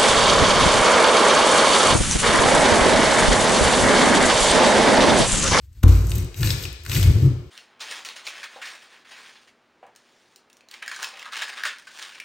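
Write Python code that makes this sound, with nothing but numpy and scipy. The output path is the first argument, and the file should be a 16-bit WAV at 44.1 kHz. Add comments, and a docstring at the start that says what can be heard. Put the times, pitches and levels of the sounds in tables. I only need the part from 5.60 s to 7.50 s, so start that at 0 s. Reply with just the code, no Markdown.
"""Claw hammer in rotten wood

A claw hammer bites into a rotten board, which booms, and is dragged through it in three pulls.
The claw sticks and slips, shaking the board, while soft fibres crumble and larger splinters snap.
A bare room echoes over a low rumble; the two microphone openings are close by."""
import sys
import numpy as np
from scipy import signal
from scipy.fft import rfft, irfft, next_fast_len
from scipy.io import wavfile
from scipy.ndimage import uniform_filter1d, minimum_filter1d, map_coordinates

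SR = 44100
rng = np.random.default_rng(int(sys.argv[2]) if len(sys.argv) > 2 else 0)


def pcm_store(signal):
    """Save signal as 16-bit PCM."""
    levels = np.round(np.clip(np.atleast_2d(signal), -1, 1) * 32767)
    wavfile.write(sys.argv[1], SR, levels.astype(np.int16).T)


N = 83790
TIME = np.arange(N) / SR


def amp(db):
    """Decibels to gain."""
    return 10 ** (np.asarray(db) / 20)


def unit(x):
    """Scale x to an average power of 1."""
    return x / np.sqrt(np.mean(x ** 2) + 1e-20)


def along(points, hz):
    """Read between (f/Hz, value) points, with octaves evenly spaced."""
    f, v = np.transpose(points)
    return np.interp(np.log(hz + 1), np.log(f + 1), v)


def curves(rows):
    """One value per sample for each column after the time."""
    times, *columns = np.transpose(rows)
    return [np.interp(TIME, times, column) for column in columns]


def wobble(per_s):
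    """A smooth curve through per_s random values a second."""
    return map_coordinates(rng.standard_normal(N // 10), [TIME * per_s], mode="mirror")


def filtered(x, response):
    """Scale each frequency in x by response(hz)."""
    n = x.shape[-1]
    m = next_fast_len(n + SR // 4)
    return irfft(rfft(x, m) * response(np.fft.rfftfreq(m, 1 / SR)), m)[..., :n]


def coloured(x, spectrum, size=4096):
    """Shape x by (f/Hz, level/dB) points without smearing it back in time."""
    cepstrum = irfft(np.log(amp(along(spectrum, np.fft.rfftfreq(size, 1 / SR)))))
    cepstrum[1:size // 2] *= 2
    cepstrum[size // 2 + 1:] = 0
    return signal.fftconvolve(x, irfft(np.exp(rfft(cepstrum))))[:len(x)]


def noise(spectrum):
    """Noise of power 1, shaped by (f/Hz, level/dB) points."""
    return unit(filtered(rng.standard_normal(N), lambda hz: amp(along(spectrum, hz))))


def fade(t, t60):
    """Die away by 60 dB in t60 seconds, the fade time."""
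    return np.exp(-np.log(1000) * t / np.maximum(t60, 1e-4))


def swell(at_s, width_s):
    """A bell-shaped rise and fall."""
    return np.exp(-.5 * ((TIME - at_s) / width_s) ** 2)


def ring(tones, t):
    """A sum of dying tones."""
    return sum(amp(db) * fade(t, t60) * np.sin(2 * np.pi * hz * t) for hz, db, t60 in tones)


def steady(x, size):
    """Hold x near power 1 over stretches of size samples."""
    power = uniform_filter1d(uniform_filter1d(x ** 2, size), size)
    return x / np.sqrt(np.abs(power) + np.mean(x ** 2) / 1000)


# tone of the background (f/Hz, level/dB)
RUMBLE_TONE = [(25, -10.5), (50, 3.5), (85, 7.5), (170, -26), (300, -31), (600, -51.5), (2000, -44.5),
               (15000, -50)]
def rumble():
    """A low background that swells and sinks."""
    return amp(-42 + 3.5 * wobble(per_s=9.3)) * noise(RUMBLE_TONE)


# when the swing rustles (t/s)
RUSTLE_TIMES = [0.039, 0.176]
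# tone of the rustles and of the crumbling fibres (f/Hz, level/dB)
FIBRE_TONE = [(300, 4), (800, -9.5), (1400, -2.5), (2400, -4), (3300, -6), (4350, 0), (5500, -6),
              (8500, -0.5), (10500, -9.5), (12800, -3), (15500, -8)]
def swing():
    """Faint rustling as the hammer comes down."""
    return amp(-63.5) * noise(FIBRE_TONE) * sum(swell(s, width_s=0.023) for s in RUSTLE_TIMES)


# a faint tick before the blow, then splinters that crack
# (t/s, relative level/dB, f/Hz, treble/dB, fade time/s)
TICK_AND_SNAPS = [(0.128, -48, 8000, 4, 0.026), (0.279, -19.5, 1200, -4, 0.031),
                  (0.4691, -21, 8200, 22, 0.009), (0.495, -20.5, 8200, -2, 0.012),
                  (0.5044, -17, 8200, -2, 0.011), (0.5162, -14, 3250, 0.5, 0.015),
                  (0.5535, -19.5, 13000, 6, 0.036), (0.58, -20.5, 12800, 11, 0.025),
                  (0.645, -25, 7500, 12, 0.0094), (0.7426, -24.5, 2900, -5, 0.012),
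                  (0.83, -7.5, 1590, -9.5, 0.015), (0.8728, -10.5, 2500, -8, 0.0081),
                  (0.904, -5.5, 3900, -3.5, 0.014), (0.925, -19.5, 4500, 11, 0.018),
                  (1.025, -25, 13000, 6, 0.05), (1.0361, -19, 4150, 1.5, 0.027),
                  (1.052, -16, 2600, -13, 0.016), (1.1276, -28.5, 13000, 18, 0.018),
                  (1.2344, -33, 8200, 8.5, 0.02), (1.249, -28.5, 1700, 2.5, 0.036),
                  (1.2623, -15.5, 1400, -7, 0.0095), (1.2953, -14, 4000, -1, 0.012),
                  (1.3147, -15, 2840, -5, 0.033), (1.3305, -17, 3500, -6, 0.0093),
                  (1.3536, -9.5, 2700, -11, 0.0093), (1.3634, -13.5, 2389, -8, 0.027),
                  (1.396, -17, 1350, 2.5, 0.025), (1.4272, -12, 3500, 1, 0.031),
                  (1.461, -23, 2300, -4, 0.015)]
def tick_and_snaps(attack_s=0.0012, ring_db=8.5):
    """A faint tick before the blow, then splinters tear; each sound rings briefly at its own pitch."""
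    out, t = np.zeros(N + SR), TIME[:SR // 10]
    onset = np.minimum(t / attack_s, 1) ** 2
    for s, db, hz, treble_db, t60 in TICK_AND_SNAPS:
        colour = [(300, -14.5), (900, -13.5), (1500, -6.5), (4300, -1),
                  (5400, treble_db - 4.5), (8500, treble_db), (15000, treble_db - 6.5)]
        burst = rng.standard_normal(len(t)) * onset * fade(np.maximum(t - attack_s, 0), t60)
        ringing = signal.lfilter(*signal.iirpeak(hz, Q=4, fs=SR), burst)
        click = unit(coloured(burst, colour) + amp(ring_db) * ringing)
        out[int(s * SR):][:len(t)] += amp(db - 9) * click * np.sqrt(np.mean(fade(t, t60) ** 2))
    return out[:N]


# the steel head's own tones (f/Hz, level/dB, fade time/s)
STEEL_TONES = [(2200, -1, .12), (2540, -1, .08), (3190, -4, .08), (4010, -2, .07), (4580, -4, .07),
               (6510, -5, .08)]
def hammer_ring(breaking):
    """The breaking wood makes the steel ring faintly."""
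    steel = ring(STEEL_TONES, TIME[:SR // 4])
    return amp(-21) * signal.fftconvolve(breaking, steel / np.linalg.norm(steel))[:N]


# how strongly the fibres crumble (t/s, level/dB, treble/dB)
CRUMBLING = [(.225, -88, -26), (.245, -40, -18), (.265, -76, -11), (.282, -37.5, -3.5), (.35, -39.5, -3),
             (.44, -48, -0.5), (.5, -47.5, 3.5), (.58, -40, -0.5), (.62, -46.5, 2), (.71, -58.5, -39),
             (.77, -44, 2), (.822, -35.5, -1.5), (.85, -32, 0.5), (.92, -35, 0.5), (.96, -39.5, -5),
             (1.055, -42.5, 1), (1.1, -51.5, -6), (1.22, -60.5, -13), (1.285, -42.5, 0.5), (1.325, -31, -3),
             (1.365, -30, 2.5), (1.41, -35, -0.5), (1.47, -40.5, 0.5), (1.56, -45.5, -5), (1.66, -46, -4.5),
             (1.75, -66, -31), (1.9, -70, 0)]
# tone of the thick fibres (f/Hz, level/dB)
THICK_TONE = [(1000, -38), (1450, -2), (1900, -11.5), (2250, 0), (2650, 0.5), (3400, -11.5), (5000, -16.5)]
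def crumble(sizes=10, breaks_per_s=3500):
    """Clumps of tiny breaks in fibres of several sizes; harder pulls break thicker ones."""
    level_db, treble_db = curves(CRUMBLING)
    t, grains = TIME[:SR // 100], np.zeros(N)
    for _ in range(sizes):
        happens = rng.random(N) < breaks_per_s / sizes / SR
        breaks = happens * amp(3.5 * np.clip(rng.standard_normal(N), -2, 2))
        grain = unit(rng.standard_normal(len(t)) * fade(t, t60=0.0031))
        colour = [(hz, db + 3.5 * rng.standard_normal()) for hz, db in FIBRE_TONE]
        grains += coloured(signal.fftconvolve(breaks - breaks.mean(), grain)[:N], colour)
    clumps = amp(1.8 * wobble(per_s=130))
    grains = steady(grains * clumps, size=1200)
    treble = filtered(grains, lambda hz: along([(4500, 0.11), (9000, 1)], hz))
    thick = filtered(grains, lambda hz: amp(along(THICK_TONE, hz)))
    thick *= amp(2.5 + 0.86 * (level_db - level_db.max()))
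    return amp(level_db) * (grains + thick + (amp(treble_db) - 1) * treble)


# tone of the claw sinking in (f/Hz, level/dB)
BITE_TONE = [(150, -0.5), (480, 2), (867, -17), (1220, -8.5), (5040, -22), (8040, -16.5), (10100, -28.5),
             (12000, -15.5), (15500, -28)]
def bite():
    """The claw crushes its way into the soft surface."""
    return amp(-19.5) * noise(BITE_TONE) * swell(at_s=0.2362, width_s=0.003)


BOOM_S = 0.2395  # the board takes the blow
# the board's own low tones (f/Hz, level/dB, fade time/s)
BOARD_TONES = [(55.03, 3.5, 0.96), (71.14, -7, 0.99), (89.4, 7.5, 0.48), (106.4, -29, 0.12),
               (128.1, -5, 0.28), (154, -17, 0.64), (189, 0.5, 0.037), (269, -22, 0.21), (311, -30.5, 0.75),
               (344, -23, 0.9), (439, -29, 0.39)]
# the dull punch of the blow (f/Hz, level/dB)
THUD_TONE = [(60, -5.5), (120, 15.5), (190, 0), (300, -3), (500, -4.5), (750, -10.5), (1200, -17.5),
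             (2500, -59)]
# the blur of the board's many weak higher tones (f/Hz, level/dB)
SHUDDER_TONE = [(100, 16), (200, 3.5), (400, -4.5), (700, -12), (1200, -3.5), (2200, -24.5), (5000, -77)]
def boom(wavers_per_s=20.33, attack_s=0.0014):
    """The struck board thuds, shudders and rings; the claw stuck in it makes the ring waver."""
    t = np.maximum(TIME - BOOM_S, 0)
    waver_rad = 0.64 * (1 - np.exp(-t * wavers_per_s))
    tones = sum(amp(db) * fade(t, t60) * np.sin(2 * np.pi * hz * t + waver_rad * wobble(wavers_per_s))
                for hz, db, t60 in BOARD_TONES)
    thud = amp(-12.5) * steady(noise(THUD_TONE), size=400) * fade(t, t60=0.04)
    shudder = amp(-26) * noise(SHUDDER_TONE) * fade(t, t60=1.0)
    return (amp(-7.5) * tones + thud + shudder) * (1 - np.exp(-t / attack_s))


# the three pulls (t/s, level/dB, slip rate/Hz)
PULLS = [(.3, -45, 103), (.42, -24.5, 122.6), (.5, -26, 85.7), (.58, -19.5, 115), (.635, -24.5, 60.2),
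         (.70, -35.5, 60.8), (.765, -37, 58.3), (.805, -21.5, 126), (.86, -18, 110.3), (.94, -23.5, 95.4),
         (1.0, -34.5, 105), (1.06, -30.5, 91.8), (1.13, -41.5, 85.7), (1.21, -61, 88.2), (1.275, -43, 113),
         (1.30, -21.5, 110), (1.314, -35, 127.7), (1.365, -18, 118), (1.41, -17.5, 105), (1.465, -10.5, 88),
         (1.508, -7, 99), (1.528, -30.5, 88.6), (1.56, -9.5, 105), (1.605, -21.5, 120.3), (1.64, -10, 145),
         (1.675, -11.5, 130.5), (1.70, -20, 116), (1.78, -31.5, 128), (1.9, -48, 93)]
# the soft push of one slip (f/Hz, level/dB)
SLIP_TONE = [(25, -27), (55, 5), (90, 1.5), (140, 7.5), (220, -1.5), (340, 6), (450, -2.5), (650, -20.5),
             (2000, -42)]
# the claw rubbing on wood (f/Hz, level/dB)
RUB_TONE = [(120, -14), (250, -16), (350, 4), (520, -7.5), (750, -15), (1300, -13.5), (2500, -34.5)]
def drag(scatter_cycles=0.18, spread_db=1.5, rocking_share=0.29):
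    """Each slip of the claw rocks and rings the board; dull rubbing grows with the pull."""
    level_db, rate = curves(PULLS)
    cycles = np.cumsum(rate) / SR
    timing, strength = rng.standard_normal((N // 100, 2))[:int(cycles[-1])].T
    at = np.searchsorted(cycles, np.arange(len(timing)) + scatter_cycles * timing)
    slips = np.bincount(at, amp(spread_db * strength), N)[:N]
    pushes = coloured(slips - slips.mean(), SLIP_TONE)
    pressed = [(hz, db, t60 * 0.34) for hz, db, t60 in BOARD_TONES]  # the claw shortens the ring
    shake = signal.fftconvolve(pushes, ring(pressed, TIME[:SR // 2]))[:N]
    # slower slips ring the tones above 245 Hz less
    upper = filtered(shake, lambda hz: 1 / (1 + (245 / (hz + 1)) ** 8))
    shake += (amp(12.5 * np.log2(rate / rate.max())) - 1) * upper
    # over 126 slips a second, the tones below 74 Hz drop out
    deep = filtered(shake, lambda hz: 1 / (1 + (hz / 74) ** 10))
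    shake -= deep / (1 + (126 / rate) ** 10)
    rocking = np.sqrt(2) * np.sin(2 * np.pi * cycles + wobble(per_s=45))
    motion = np.sqrt(1 - rocking_share) * steady(shake, size=900) + np.sqrt(rocking_share) * rocking
    rubbing = amp(-37 + 0.46 * level_db) * noise(RUB_TONE)
    return (TIME > BOOM_S) * (amp(level_db) * steady(motion, size=900) + rubbing)


def near_echoes(x):
    """The nearby board and hand scatter the cracks differently to left and right."""
    t = TIME[:SR // 20]
    tail = rng.standard_normal((2, len(t))) * fade(t, t60=0.039)
    return amp(-7.5) * signal.fftconvolve(x[None], tail / np.linalg.norm(tail[0]), axes=1)[:, :N]


# how long the room rings (f/Hz, fade time/s)
ROOM_FADE = [(100, 0.12), (400, 0.56), (1500, 0.97), (4400, 0.94), (8000, 0.74), (15000, 0.36)]
# how loud its echo is (f/Hz, level/dB)
ROOM_TONE = [(100, -22.5), (400, 7), (1500, -3), (4500, -2), (8000, -6.5), (15000, -16)]
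# how alike left and right are (f/Hz, likeness from 0 to 1)
ROOM_LIKENESS = [(200, 1), (700, 0.25), (2500, 0.05), (8000, 0.22), (10000, 1), (13500, 1), (16000, .6)]
def room(x):
    """Echoes from the bare room blur into a fading tail."""
    hz, t, bands = signal.stft(rng.standard_normal((2, SR)), SR, nperseg=256)
    t60 = along(ROOM_FADE, hz)[:, None]
    bands = bands * fade(t, t60) * np.sqrt(2 * np.log(1000) / (t60 * SR))
    width = np.arccos(along(ROOM_LIKENESS, hz)) / 2
    gain = amp(along(ROOM_TONE, hz)) * np.array([np.cos(width), np.sin(width)])
    mid, side = signal.istft(bands * gain[:, :, None], SR, nperseg=256)[1]
    tail = np.pad([mid + side, mid - side], ((0, 0), (SR // 200, 0)))  # arrives 5 ms late
    return signal.fftconvolve(x[None], tail, axes=1)[:, :N]


def scene():
    """The swing, a tick, the breaking wood, the shaking board, their echoes and the rumble."""
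    breaking = bite() + crumble() + tick_and_snaps()
    breaking += hammer_ring(breaking)
    board = boom() + drag()
    return swing() + breaking + board + near_echoes(breaking) + room(breaking + 0.55 * board) + rumble()


# how much louder the left opening is than the right (f/Hz, level/dB)
LEFT_LOUDER = [(60, 1), (250, 3), (600, -0.6), (1400, 3), (2600, 5.5), (4200, 7), (5600, 9), (7500, 2),
               (9500, -5.5), (15000, 2)]
# how far the left wave runs ahead (f/Hz, phase/rad)
LEFT_AHEAD = [(400, 0), (800, .7), (1500, -.3), (2800, .5), (4500, .6), (7000, 0), (8400, -1.2),
              (9800, -3.1), (10400, -3.2), (11500, -4.6), (12600, -6.2), (14400, -6.4), (16000, -7.3)]
def record(dry, low_hz=35.5, top_hz=15800, ceiling=0.95, hold_s=0.0045):
    """Two openings pick up the sound; the deepest bass, loudest peaks and highest treble are cut."""
    half = np.array([[.5], [-.5]])
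    x = filtered(dry, lambda hz: amp(half * along(LEFT_LOUDER, hz))
                 * np.exp(1j * half * along(LEFT_AHEAD, hz)))
    x = signal.sosfilt(signal.butter(2, low_hz, "high", fs=SR, output="sos"), x)
    hold = int(hold_s * SR)
    needed = np.minimum(1, ceiling / (np.abs(x).max(0) + 1e-9))
    gain = uniform_filter1d(minimum_filter1d(needed, 2 * hold), hold)
    return filtered(x * gain, lambda hz: hz < top_hz)


dry = scene()
out = record(dry)
pcm_store(out)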